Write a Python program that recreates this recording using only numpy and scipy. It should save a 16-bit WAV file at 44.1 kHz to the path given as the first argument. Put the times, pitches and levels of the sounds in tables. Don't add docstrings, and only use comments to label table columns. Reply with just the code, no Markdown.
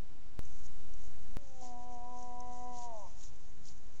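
import sys
import numpy as np
from scipy import signal
from scipy.fft import rfft, irfft, next_fast_len
from scipy.io import wavfile
from scipy.ndimage import map_coordinates

SR = 44100
rng = np.random.default_rng(int(sys.argv[2]) if len(sys.argv) > 2 else 0)


def transcribe(u):
    v = np.clip(np.atleast_2d(u).T, -1, 1)
    q = np.round(v * 32767).astype(np.int16)
    wavfile.write(sys.argv[1], SR, q)


N = 176400
OFFSET_DROP_S, OFFSET_RETURN_S = 0.39261, 1.36961


def moan():
    # t/s, f/Hz
    melody = [(1.35, 301.7), (1.41, 286), (1.5, 264.4), (1.64, 249.2), (1.76, 242.6), (1.87, 246.2),
              (2.01, 241.9), (2.11, 247.1), (2.34, 245), (2.42, 246.7), (2.55, 245.3), (2.67, 247.6),
              (2.86, 240.7), (2.92, 228.8), (3.02, 198.6), (3.08, 171.6)]
    # t/s, level/dB
    effort = [(1.3, -90), (1.38, -65.5), (1.5, -61), (1.595, -58), (1.625, -52.5), (1.69, -54.5),
              (1.8, -52), (1.97, -52), (2.33, -51), (2.72, -49.5), (2.88, -51.5), (2.95, -52), (3.0, -56),
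              (3.05, -57), (3.075, -61.5), (3.11, -100)]
    # t/s, opening/0-1
    mouth = [(1.6, 0.6), (1.66, 0.03), (1.78, 0.1), (1.99, 0.49), (2.2, 0.69), (2.7, 0.64), (2.85, 0.88),
             (3.05, 1)]
    # f/Hz, level/dB
    open_throat = [(170, -35), (225, -20), (245, -13.5), (400, -21.5), (490, -12), (570, -4), (655, 4),
                   (735, 0), (830, -1.5), (930, -0.5), (980, 0.5), (1060, -9.5), (1130, -18), (1230, -25),
                   (1500, -46), (3000, -58)]
    # f/Hz, level/dB
    closed_mouth = [(245, 7.5), (520, 1.5), (735, 1.5), (980, -10), (2000, -16.5)]
    # f/Hz, level/dB
    hummed = [(245, -1), (520, 3), (780, -4), (1000, -19.5), (2000, -26)]
    # f/Hz, level/dB
    tight_throat = [(200, -11), (420, -5), (600, -0.5), (760, -5.5), (930, 5.5), (1200, -0.5)]
    # t/s, level/dB
    turbulence = [(1.58, -30.5), (1.62, -8.5), (1.68, -31.5), (2.85, -29), (2.97, -18), (3.06, -8)]
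    full_voice_s, tighten_s = 1.615, 2.99
    nasal_hz, nasal_width_hz, nasal_peak_s = 2010, 97, 2.6
    jitter, shimmer_db, flutter_db = 0.0018, 0.4, 0.29
    t = np.arange(N) / SR
    pitch = curve(melody) * (1 + jitter * wobble(35))
    phase = 2 * np.pi * np.cumsum(pitch) / SR
    shut = 1 - np.clip(curve(mouth), 0, 1)
    humming = (1 - np.tanh((t - full_voice_s) / 0.0039)) / 2
    tightness = (1 + np.tanh((t - tighten_s) / 0.034)) / 2
    nasal_swell = amp(-26.5) / (1 + ((t - nasal_peak_s) / 0.3) ** 2)
    roughness = amp(curve(turbulence))
    voice = np.zeros(N)
    for k in range(1, 9):
        hz = k * pitch
        throat_db = along(open_throat, hz) + shut * along(closed_mouth, hz)
        throat_db += humming * along(hummed, hz) + tightness * along(tight_throat, hz)
        nasal = nasal_swell * np.exp(-((hz - nasal_hz) / nasal_width_hz) ** 2)
        flutter = amp(k * flutter_db * wobble(18))
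        rasp = wobble(160) * np.sin(k * phase) + wobble(160) * np.cos(k * phase)
        voice += (amp(throat_db) + nasal) * flutter * (np.sin(k * phase) + roughness * rasp)
    return np.sqrt(2) * voice * amp(curve(effort) + shimmer_db * wobble(25))


def hooves():
    # peak t/s, level/dB, rise/s, fall/s
    steps = [(.47, -70, 0.027, 0.056), (.6, -70, 0.045, 0.041), (.657, -62, .02, 0.013),
             (1.035, -66, .03, 0.045), (1.25, -77, 0.031, 0.037), (1.46, -68, 0.028, 0.086),
             (1.57, -70.5, 0.017, .03), (1.82, -69.5, .03, 0.033), (1.93, -67.5, 0.024, 0.036),
             (2.21, -65, 0.061, .05), (2.56, -64, 0.064, .1), (2.98, -64.5, 0.036, 0.051),
             (3.1, -67.5, .04, 0.046), (3.42, -73, 0.07, 0.12), (3.76, -71, 0.037, 0.033),
             (3.97, -71, .02, 0.026)]
    # peak t/s, level/dB, rise/s, fall/s
    crunches = [(1.645, -57.5, 0.03, 0.041), (2.785, -58, 0.038, 0.024), (2.83, -55, 0.014, 0.023),
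                (3.24, -57, 0.044, 0.031), (3.685, -58.5, 0.027, 0.026)]
    # f/Hz, relative level/dB
    grass = [(1000, -41.5), (3000, -19.5), (5000, -14), (5700, -5.5), (6300, -1), (7100, -5), (7700, -10.5),
             (8300, -18)]
    # f/Hz, relative level/dB
    frost = [(1000, -26.5), (2400, -17.5), (3100, -11.5), (4700, -10.5), (6000, -1.5), (6900, 0.5),
             (7600, -8), (8300, -15)]
    stir = amp(-74 + 1.1 * wobble(9)) * (np.arange(N) / SR > OFFSET_DROP_S)
    brushing = np.sqrt(strokes(steps) + stir ** 2) * crackle(grass)
    crushing = np.sqrt(strokes(crunches)) * crackle(frost)
    return brushing + crushing


def strokes(rows):
    t = np.arange(N) / SR
    power = np.zeros(N)
    for peak_s, db, rise_s, fall_s in rows:
        width_s = np.where(t < peak_s, rise_s, fall_s)
        power += amp(db) ** 2 * np.exp(-np.abs((t - peak_s) / width_s) ** 1.8)
    return power


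def crackle(spectrum):
    grains_per_s, decay_s, low_hz, high_hz = 4000, 0.00066, 1500, 8870
    when, pitch, size = rng.random((int(grains_per_s * N / SR), 3)).T
    t = np.arange(SR // 200) / SR
    hz = low_hz + (high_hz - low_hz) * pitch
    strength = amp(-1.5 * np.log(1 - size))
    grains = strength[:, None] * np.sin(2 * np.pi * hz[:, None] * t) * np.exp(-t / decay_s)
    places = (when * N).astype(int)[:, None] + np.arange(len(t))
    fractures = np.bincount(places.ravel(), grains.ravel(), N)[:N]
    return coloured(fractures, spectrum)


def stalks():
    # t/s, peak level/dB, ring f/Hz
    snaps = [(.452, -51, 6260), (.546, -57, 6500), (.937, -49, 6200), (2.226, -47, 6220),
             (2.403, -44.5, 6260), (2.786, -45.5, 6360), (2.824, -62, 6700), (3.235, -47, 6540),
             (3.654, -52, 5570), (3.6737, -49.5, 6760), (3.685, -44.5, 4900)]
    rise_s, decay_s, width_hz = 0.00054, 0.0029, 1400
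    out = np.zeros(N)
    for start_s, db, ring_hz in snaps:
        age = np.maximum(np.arange(N) / SR - start_s, 0)
        burst = rng.standard_normal(N) * (1 - np.exp(-age / rise_s)) * np.exp(-age / decay_s)

        def resonance(hz):
            damping = 1j * hz * width_hz
            return (damping / (ring_hz ** 2 - hz ** 2 + damping)) ** 2

        snap = filtered(burst, resonance)
        out += amp(db) * snap / np.abs(snap).max()
    return out


def forest_edge(call):
    echo_db, t60_s, build_s = -15, 1.0, 0.031
    t = np.arange(SR) / SR
    tail = rng.standard_normal(SR) * amp(-60 * t / t60_s) * (1 - np.exp(-t / build_s))
    return amp(echo_db) * signal.fftconvolve(call, tail / np.linalg.norm(tail))[:N]


def air():
    # f/Hz, relative level/dB
    noise_floor = [(5, -1), (20, 2), (40, -6.5), (70, -10.5), (150, -19.5), (300, -24.5), (560, -30),
                   (700, -28), (850, -31.5), (1500, -36.5), (3000, -39.5), (6800, -42), (7600, -41),
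                   (8300, -62.5)]
    floor_db, lift_db = -53, 2.5
    return coloured(rng.standard_normal(N), noise_floor) * amp(floor_db + lift_db * offset_dropped())


def offset_dropped():
    t = np.arange(N) / SR
    return 1. * ((t > OFFSET_DROP_S) & (t < OFFSET_RETURN_S))


def amp(db):
    return 10 ** (np.asarray(db) / 20)


def along(points, hz):
    f, values = np.transpose(points)
    return np.interp(np.log(hz + 1), np.log(f + 1), values)


def curve(rows):
    return np.interp(np.arange(N) / SR, *np.transpose(rows))


def wobble(rate):
    knots = rng.standard_normal(int(N * rate / SR) + 4)
    return map_coordinates(knots, [np.arange(N) * rate / SR])


def filtered(x, response):
    size = next_fast_len(N + SR // 2)
    return irfft(rfft(x, size) * response(np.fft.rfftfreq(size, 1 / SR)), size)[:N]


def coloured(x, spectrum):
    shaped = filtered(x, lambda hz: amp(along(spectrum, hz)))
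    return shaped / np.sqrt(np.mean(shaped ** 2) + 1e-20)


def scene():
    call = moan()
    return (call + forest_edge(call) + hooves() + stalks() + air())[None]


def record(dry):
    # f/Hz, level/dB
    roll_off = [(7000, 0), (7700, -2.5), (8100, -4), (8500, -13)]
    mic_top_hz, click_top_hz = 8550, 16500
    offset, offset_step = -0.038, -0.035
    heard = filtered(dry[0], lambda hz: amp(along(roll_off, hz)) * (hz < mic_top_hz))
    clicked = heard + offset_step * offset_dropped()
    return (filtered(clicked, lambda hz: hz < click_top_hz) + offset)[None]


dry = scene()
out = record(dry)
transcribe(out)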